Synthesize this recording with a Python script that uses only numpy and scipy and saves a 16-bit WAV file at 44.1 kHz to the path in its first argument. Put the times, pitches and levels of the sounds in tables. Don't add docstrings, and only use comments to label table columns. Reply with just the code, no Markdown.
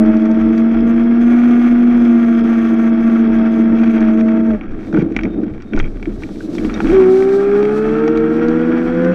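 import sys
import numpy as np
from scipy import signal
from scipy.fft import rfft, irfft
from scipy.io import wavfile
from scipy.ndimage import uniform_filter1d

SR = 44100
rng = np.random.default_rng(int(sys.argv[2]) if len(sys.argv) > 2 else 0)


def invert_db(level):
    return 10 ** (np.asarray(level, dtype=float) / 20)


def wav_out(sig):
    wavfile.write(sys.argv[1], SR, np.round(np.clip(np.atleast_2d(sig).T, -1, 1) * 32767).astype(np.int16))


N = 403074
T = np.arange(N) / SR

# at_s, shaft_hz, load_db
CRUISE = [(0.0, 105.3, 2), (0.35, 106.8, 0), (0.6, 108.7, -0.5), (1.0, 111, -1.5), (1.399, 114.7, 0.5),
          (1.95, 114.5, -1), (2.15, 111.9, 1), (2.55, 109.7, -1.5), (2.851, 109.1, -0.5), (3.099, 109.5, 0),
          (3.4, 108.1, 0.5), (3.899, 108.8, 0.5), (4.079, 106.2, -0.5), (4.339, 108, 0.5),
          (4.499, 107.6, -0.5), (4.55, 101.8, -0.5), (4.6, 102.4, -17.5)]
# at_s, shaft_hz, load_db
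SPEED_UP = [(6.8, 35, -13), (6.86, 37.79, -10.5), (6.9, 52.07, -4), (6.93, 63.83, -1.5), (6.981, 63.77, 0),
            (7.049, 61.93, 0), (7.35, 65.7, -2.5), (7.56, 67.93, -1), (7.72, 70.53, 0), (8.12, 76.77, -1),
            (8.22, 75.92, -2.5), (8.48, 79.24, 0.5), (8.56, 80.25, -0.5), (8.75, 81.6, 0),
            (8.92, 82.85, -2.5), (9.14, 86.8, 3.5)]
LOUD_ORDERS = [2.1, 3, 4, 4.2, 6]
MESH_ORDER = LOUD_ORDERS[0]
# at_s, level_db
RUMBLE = [(0.0, -24), (0.8, -22.5), (2.4, -25.5), (3.2, -23.5), (4.5, -23.5), (4.62, -27), (4.92, -24),
          (4.94, -14), (5.03, -17), (5.06, -20.5), (5.32, -18), (5.55, -22.5), (5.62, -32), (5.72, -29),
          (5.74, -17.5), (5.82, -23), (5.95, -28), (6.5, -25), (6.6, -19.5), (6.93, -15), (7.13, -28),
          (7.55, -26), (8.3, -23), (9.14, -22)]
CRUISE_END_S, PULL_START_S = CRUISE[-1][0], SPEED_UP[0][0]
TICKS_END_S = 3.8


def rms_one(x):
    return x / np.sqrt(np.mean(x ** 2) + 1e-20)


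def in_time(rows):
    s, *columns = np.transpose(rows)
    return [np.interp(T, s, c) for c in columns]


def at_hz(points, hz):
    point_hz, point_db = np.transpose(points)
    return np.interp(np.log(hz), np.log(point_hz), point_db)


def drift(cutoff_hz):
    r = np.exp(-40 * np.pi * cutoff_hz / SR)
    noise = rng.standard_normal(N // 20 + 4002)
    slow = signal.lfilter([1], [1, -2 * r, r * r], noise)[4000:]
    return np.interp(np.arange(N) / 20, np.arange(len(slow)), rms_one(slow - slow.mean()))


def resonance(x, hz, width_hz):
    r = np.exp(-np.pi * width_hz / SR)
    poles = [1, -2 * r * np.cos(2 * np.pi * hz / SR), r * r]
    return signal.lfilter([(1 - r * r) / 2, 0, (r * r - 1) / 2], poles, x + 1e-18)


def resonance_twice(x, hz, width_hz):
    return resonance(resonance(x, hz, width_hz), hz, width_hz)


def body(x, modes):
    return sum((-1) ** k * invert_db(db) * resonance(x, hz, width_hz)
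               for k, (hz, width_hz, db) in enumerate(modes))


def cut(x, hz, kind, order=2):
    return signal.sosfilt(signal.butter(order, hz, kind, fs=SR, output="sos"), x)


def struck(events, modes, tilt_db, spread_db, contact_s, grit_share):
    at = (np.array(events)[:, 0] * SR).astype(int)
    level_db = np.array(events)[:, 1]
    chance = rng.normal(0, 1, (len(at), len(modes)))
    grit, r = rng.standard_normal(N), np.exp(-1 / (contact_s * SR))
    out = 0
    for k, (hz, width_hz, db) in enumerate(modes):
        clicks = np.zeros(N)
        blow_db = level_db + db + tilt_db(hz) + spread_db * chance[:, k]
        clicks[at] = invert_db(blow_db) * SR / (2 * np.pi * width_hz)
        dying = signal.lfilter([1], [1, -r], clicks + 1e-18)
        crunch = clicks + grit_share * np.sqrt(1 - r * r) * grit * dying
        out = out + (-1) ** k * resonance(resonance(crunch, hz, width_hz), hz, 1.3 * width_hz)
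    return out


def drive(rows, loud_db, faint_db, throb, waver_db, wander_db):
    faint_orders = [5, 6.3, 7, 8, 8.4, 9, 10, 10.5, 12, 12.6, 14, 14.7, 17, 18, 19, 20, 21, 24, 30, 36]
    # hz, gain_db
    frame_lift = [(133, -23), (160, -13.5), (171, -12.5), (182, -0.5), (193, -13.5), (206, -3.5), (228, 0),
                  (245, 3.5), (265, -6), (290, -9.5), (318, 5), (345, -5.5), (385, 1.5), (430, -8),
                  (460, -8), (500, -14.5), (522, -9.5), (632, 0.5), (655, -7.5), (685, -10.5)]
    # hz, gain_db
    frame_pass = [(300, 5), (780, -3), (1000, -15), (1300, 4.5), (1700, 2), (2000, -4.5), (2600, 1),
                  (3000, -15)]
    axle_order = 0.13
    shaft_hz, load_db = in_time(rows)
    fade_in = np.clip((T - rows[0][0] + 0.024) / 0.031, 0, 1)
    fade_out = np.clip((rows[-1][0] + 0.023 - T) / 0.069, 0, 1)
    on = fade_in * fade_out
    live = on > 0
    turns = np.cumsum(shaft_hz * (1 + .0012 * drift(12))) / SR
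    load = invert_db(load_db) * (1 + throb * drift(0.86) * np.sin(2 * np.pi * axle_order * turns))
    wavers = [waver_db * drift(24) for k in range(4)]
    tone = np.zeros(N)
    for order, db, wander in zip(LOUD_ORDERS, loud_db, wander_db):
        lift_db = at_hz(frame_lift, order * shaft_hz)
        level_db = db + lift_db + wander * drift(4.4) + 0.15 * wavers[int(order) % 4]
        sine = np.cos(2 * np.pi * order * turns + (order - 2.1) ** 2)
        tone[live] += (invert_db(level_db) * sine)[live]
    for k, (order, db) in enumerate(zip(faint_orders, faint_db)):
        level_db = db + at_hz(frame_pass, order * shaft_hz[live]) + wavers[k % 4][live]
        tone[live] += invert_db(level_db) * np.cos(2 * np.pi * order * turns[live] + k * k)
    return np.sqrt(2) * on * load * tone, turns


def cruise():
    strong_db = [-11, -23.5, -32.5, -30, -26]
    weak_db = [-44.5, -49, -63.5, -48, -34.5, -48.5, -51, -48.5, -57, -52.5, -61, -52.5, -57.5, -54.5,
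               -50.5, -54.5, -58.5, -58, -66.5, -68]
    return drive(CRUISE, strong_db, weak_db, throb=0.12, waver_db=3.5, wander_db=[0.6, 2.3, 4.4, 4.0, 1.6])


def road():
    # hz, width_hz, level_db
    frame_modes = [(94, 67, -12.5), (173.5, 46.3, -5.5), (209.4, 49.6, -0.5), (318, 28.4, 2), (403, 60, -9),
                   (492, 80, -13.5), (630, 130, -19)]
    # at_s, level_db
    thuds = [(4.838, -42), (4.929, -2), (4.941, -1), (4.971, -12), (4.982, 5), (4.996, 2), (5.021, 2),
             (5.081, -12), (5.239, -9), (5.383, -12), (5.429, -12), (5.728, -6), (5.769, -0.5),
             (5.858, -23), (6.071, -7.5), (6.646, -4.5), (6.771, -12), (6.826, -8), (6.87, -8)]
    level_db, = in_time(RUMBLE)
    lumpy = rng.standard_normal(N) * invert_db(2.2 * drift(22))
    rolling = invert_db(level_db) * rms_one(cut(body(lumpy, frame_modes), 650, "low"))
    damped_modes = [(hz, 1.74 * width_hz, db) for hz, width_hz, db in frame_modes]
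    blows = struck(thuds, damped_modes, lambda hz: -7.0, spread_db=6.5, contact_s=0.0013, grit_share=0.4)
    bumps = cut(blows, 710, "low")
    return cut(rolling + bumps, 95, "high")


def bounce():
    # at_s, level_db
    jolts = np.array([(0.02, -26.5), (0.409, -27.5), (0.75, -27), (0.95, -31), (1.218, -34), (1.7, -36.5),
                      (1.93, -31), (2.39, -36.5), (3.0, -33), (3.3, -30.5), (3.689, -33.5), (4.0, -30.5),
                      (4.5, -26.5), (4.68, -22), (4.95, -34), (5.16, -26.5), (5.3, -33.5), (5.52, -31),
                      (5.76, -10.5), (5.949, -24.5), (6.188, -32.5), (6.079, -25.5), (6.3, -33.5),
                      (6.601, -26), (6.7, -31.5), (6.849, -19), (7.45, -37), (7.851, -30.5), (8.15, -32),
                      (8.45, -29.5), (8.85, -32.5)])
    rise_s, hold_s, fall_db_per_s, rest_db = 0.014, 0.07, 153, -38
    floor_db = -43.5
    coarse_s = np.arange(0, N, 40) / SR
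    since_s = coarse_s - jolts[:, :1]
    dying = invert_db(jolts[:, 1:] - fall_db_per_s * np.maximum(since_s - hold_s, 0))
    each = dying * np.clip(1 + since_s / rise_s, 0, 1)
    swing = np.interp(T, coarse_s, np.sqrt(np.sum(each ** 2, axis=0) + invert_db(rest_db) ** 2))
    rocking_hz = 27 + 7.1 * drift(3.0)
    rocking = np.sin(2 * np.pi * np.cumsum(rocking_hz) / SR) * invert_db(0.91 * drift(6))
    coasting_s = [CRUISE_END_S - .1, CRUISE_END_S, PULL_START_S, PULL_START_S + .1]
    coasting_db = np.interp(T, coasting_s, [-6, 7.0, 4.5, -0.5])
    dull = rms_one(cut(rng.standard_normal(N), [30, 130], "band"))
    floor = invert_db(floor_db + coasting_db + 2.1 * drift(5.5)) * (swing / swing.mean()) ** 0.59 * dull
    return np.sqrt(2) * swing * rocking + floor


def touches(tone, turns, steep_db, burst_db):
    teeth = np.maximum.accumulate(np.floor(MESH_ORDER * turns + 0.055 + .013 * drift(120)))
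    crest = tone / np.sqrt(uniform_filter1d(tone ** 2, size=2000) + 1e-6)
    bursts = np.tanh(3.4 * rms_one(resonance(rng.standard_normal(N), 19, 11)))
    return (np.diff(teeth, prepend=teeth[0]) > 0) * invert_db(steep_db * crest + burst_db * bursts)


def touching():
    # start_s, length_s, level_db
    spells = [(0.12, 0.21, -67), (0.392, 0.03, -62), (0.532, 0.072, -60.5), (0.722, 0.018, -65),
              (0.876, 0.034, -57), (0.961, 0.07, -65), (1.213, 0.51, -58.5), (1.786, 0.15, -64),
              (1.973, 0.43, -60), (2.445, 0.3, -58.5), (2.785, 0.11, -58.5), (3.013, 0.2, -60.5),
              (3.336, 0.033, -60.5), (3.523, 0.098, -60), (3.774, 0.09, -62.5), (3.9, 0.061, -58),
              (4.12, 0.1, -62), (4.361, 0.04, -70.5), (4.462, 0.072, -67.5)]
    edge_s = 0.012
    strength = 0
    for start_s, length_s, db in spells:
        inside_s = np.minimum(T - start_s, start_s + length_s - T)
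        strength = strength + invert_db(db) * np.clip(inside_s / edge_s + 1, 0, 1)
    return strength


def rattle(contacts, turns, per_s, in_step):
    # hz, width_hz, level_db
    panels = [(747, 110, 0.5), (1150, 96, 0.5), (1332, 169, 1), (1660, 130, -1.5), (1849, 89, -3),
              (2263, 190, -5.5), (2590, 220, -11), (3310, 160, -14.5), (3630, 81, -19.5), (4700, 1900, -29),
              (5670, 270, -20)]
    # at_s, level_db
    chain_shake = [(0.0, -33), (1.1, -35), (1.3, -32), (3.9, -33.5), (4.56, -40), (4.62, -44.5),
                   (6.46, -50.5), (6.7, -36.5), (6.85, -34.5), (6.95, -29.5), (7.25, -32), (9.14, -32.5)]
    road_share = 0.3
    gasp_db, gasp_cutoff_hz, case_cut_hz = 3, 14, 4300
    (chain_db,), (road_db,) = in_time(chain_shake), in_time(RUMBLE)
    beat = np.clip(1 + in_step * np.cos(2 * np.pi * MESH_ORDER * turns), 0, 2)
    sizes = invert_db(3.0 * np.minimum(rng.exponential(1, N), 5)) * rng.choice([-1, 1], N)
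    ticks = sizes * (rng.random(N) < beat ** 2 * per_s * invert_db(3.5 * drift(18)) / SR)
    scrape = beat * rng.standard_normal(N) * invert_db(2.4 * drift(36))
    shaken = rms_one(ticks) + 1.1 * scrape + 0.62 * rms_one(contacts * touching())
    level_db = chain_db + road_share * (road_db - road_db.mean()) + 0.93 * drift(8.3)
    gasping = (T > TICKS_END_S + .1) * (T < CRUISE_END_S)
    level_db = level_db + gasping * gasp_db * drift(gasp_cutoff_hz)
    return invert_db(level_db) * rms_one(cut(body(shaken, panels), case_cut_hz, "low"))


def ticks_on_beats(turns):
    # hz, width_hz, level_db
    ticker = [(3304, 320, 4.5), (5060, 680, -7.5)]
    beats = np.floor((LOUD_ORDERS[1] - MESH_ORDER) * turns + .08 * drift(60))
    thrown = (np.diff(np.maximum.accumulate(beats), prepend=beats[0]) > 0) * (T < TICKS_END_S)
    hard = thrown * invert_db(2.4 * drift(7.2) + 4.3 * rng.standard_normal(N))
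    rings = sum(invert_db(db) * resonance_twice(hard, hz, width_hz) for hz, width_hz, db in ticker)
    return invert_db(-59) * rms_one(rings)


def hiss():
    # hz, relative_db_per_hz
    spectrum = [(1500, -21), (2400, -8.5), (3000, -9.5), (3700, -5), (4100, -6), (5200, -10), (5700, -8),
                (6200, -11.5), (6900, -15.5), (7800, -15), (10000, -22.5), (13000, -26.5), (15000, -33),
                (17000, -62)]
    # at_s, level_db
    passing = [(4.5, -80), (4.85, -63.5), (5.5, -68.5), (5.8, -62), (6.46, -52), (6.77, -48.5),
               (7.41, -48.5), (7.48, -52.5), (8.5, -59), (9.14, -57.5)]
    passing_db, = in_time(passing)
    hz = np.maximum(np.fft.rfftfreq(N, 1 / SR), 1)
    noise = irfft(rfft(rng.standard_normal(N)) * invert_db(at_hz(spectrum, hz)), N)
    faint = invert_db(-69.5) * (T < CRUISE_END_S)
    return (faint + invert_db(passing_db)) * invert_db(2.6 * drift(9.9)) * rms_one(noise)


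def knocks():
    # at_s, level_db, depth_db, brightness_db
    single = [(0.06, -38, -8, -6), (0.168, -30, -8, -12.5), (0.255, -32, -7, -10), (0.314, -33, -6, -11),
              (0.579, -29, -8, -8), (4.006, -25.5, -6, -15), (4.207, -29, -4, -16), (4.6105, -24, -8, -45),
              (4.9273, -28, 7, -19), (4.9452, -27, 9, -31), (4.9716, -28, 15, -30), (4.9832, -38, 2, -17),
              (5.0216, -36.5, 7.5, -10), (5.1214, -33.5, -2, -15), (5.1643, -5.5, -9, -27),
              (5.1894, -11.5, -7, -37), (5.2093, -25, -6.5, -24), (5.234, -15, -12, -22),
              (5.2522, -19.5, -3.5, -31), (5.4338, -34.5, 6.5, -19), (5.621, -37.5, -7, -5.5),
              (5.734, -19, -4.5, -38), (5.763, -23, -10, -19), (5.7748, -28, 13, -23),
              (5.791, -30, -14, -1.5), (5.7991, -6.5, -8.5, -35), (5.842, -25, -17, -32),
              (5.9964, -37.5, 2, -23), (6.027, -19.5, -9, -27), (6.0557, -20, -9, -30),
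              (6.2212, -33.5, 4, -19), (6.2344, -17.5, -11.5, -30), (6.2892, -37, 10, -16),
              (6.4056, -38, 13.5, -16), (6.551, -28.5, 1, -10.5), (6.5824, -19.5, -6.5, -24),
              (6.6473, -21, 2, -22), (6.6972, -23.5, -15, -25), (6.7402, -25.5, -24, -7),
              (6.803, -16.5, 6, -27), (6.845, -26, 4, -21), (6.871, -17.5, -18, -29),
              (6.9027, -20, -24, -31), (7.2045, -23.5, -4, -26), (7.2231, -21, 2.5, -25),
              (7.2902, -24.5, 4.5, -20), (7.628, -25, 6, -16), (7.652, -17, -8, -26),
              (8.0782, -16, 1.5, -18), (8.1738, -20, -5, -18), (8.436, -32, -8, -14),
              (8.4836, -28, -9, -7.5), (9.0475, -21, 3, -21.5)]
    # start_s, length_s, per_s, level_db
    chatter = [(3.781, 0.2, 200, -26), (4.0, 0.55, 30, -25), (4.618, 2.2, 28, -34.5),
               (4.928, 0.092, 260, -29.5), (5.729, 0.13, 130, -29), (6.883, 0.16, 190, -24.5)]
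    # hz, width_hz, level_db
    part_modes = [(794, 260, -0.5), (1170, 130, -11), (1465, 250, 1), (1900, 290, -4.5), (2296, 240, 0.5),
                  (2676, 460, -9), (3230, 220, -11), (3780, 600, 1.5), (4700, 410, -1.5), (5640, 250, -2.5),
                  (6360, 330, -5.5), (7700, 900, -14)]
    small_depth_db, small_bright_db, small_spread_db = -1.5, -25.5, 3.0
    small = []
    for start_s, length_s, per_s, db in chatter:
        for u, v in rng.random((int(per_s * length_s), 2)):
            level_db = db + small_spread_db * np.log(v + .01)
            small.append((start_s + length_s * u, level_db, small_depth_db, small_bright_db))
    blows = single + small
    deep_db, bright_db = np.array(blows)[:, 2:].T

    def colour_db(hz):
        return -3.0 + (hz < 1700) * (deep_db + 1.5) + (hz > 3500) * (bright_db + 7.0)
    return struck(blows, part_modes, colour_db, spread_db=2.0, contact_s=.004, grit_share=.92)


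def buzz(contacts):
    # hz, width_hz, level_db
    buzzer = [(3300, 500, 15), (6200, 950, 13), (8600, 950, 4), (11900, 1500, 2), (14000, 1000, -11)]
    rings = sum(invert_db(db) * resonance_twice(contacts, hz, width_hz) for hz, width_hz, db in buzzer)
    return touching() * rms_one(rings)


def squeak():
    # at_s, level_db
    course = [(4.7, -76), (4.9, -66), (5.088, -72), (5.29, -62), (5.31, -55.5), (5.39, -63), (5.446, -71),
              (5.622, -73), (5.7, -60), (5.9, -80), (6.73, -80), (6.745, -33), (6.77, -71)]
    before, after = [(course[0][0] - .05, -120)], [(course[-1][0] + .3, -120)]
    level_db, = in_time(before + course + after)
    thin = resonance_twice(rng.standard_normal(N), hz=3670, width_hz=100)
    return invert_db(level_db + 0.5) * rms_one(thin)


def pull():
    strong_db = [-16, -18.5, -21.5, -23, -7.5]
    weak_db = [-35, -47.5, -44.5, -39, -47, -39, -43, -42, -30, -46.5, -41, -50.5, -41, -40.5, -52.5, -47,
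               -46, -44.5, -54.5, -49.5]
    return drive(SPEED_UP, strong_db, weak_db, throb=0.031, waver_db=2.5, wander_db=[1.9, 0.76, 1.9, 3.0, 1.8])


def scene():
    cruising, fast_turns = cruise()
    pulling, slow_turns = pull()
    cruise_on = T < CRUISE_END_S
    turns = np.where(cruise_on, fast_turns, slow_turns)
    contacts = cruise_on * touches(cruising, fast_turns, steep_db=4.0, burst_db=2.5)
    frame = cruising + pulling + road() + bounce()
    loose = rattle(contacts, turns, per_s=600, in_step=0.33) + ticks_on_beats(fast_turns)
    loose += knocks() + buzz(contacts) + squeak()
    return (frame + loose + hiss())[None]


def band_limit(x):
    return signal.sosfilt(signal.butter(12, 15350, fs=SR, output="sos"), x)


def record(dry):
    top = .88
    rounded = dry / (1 + (dry / top) ** 6) ** (1 / 6)
    return band_limit(rounded)


dry = scene()
out = record(dry)
wav_out(out)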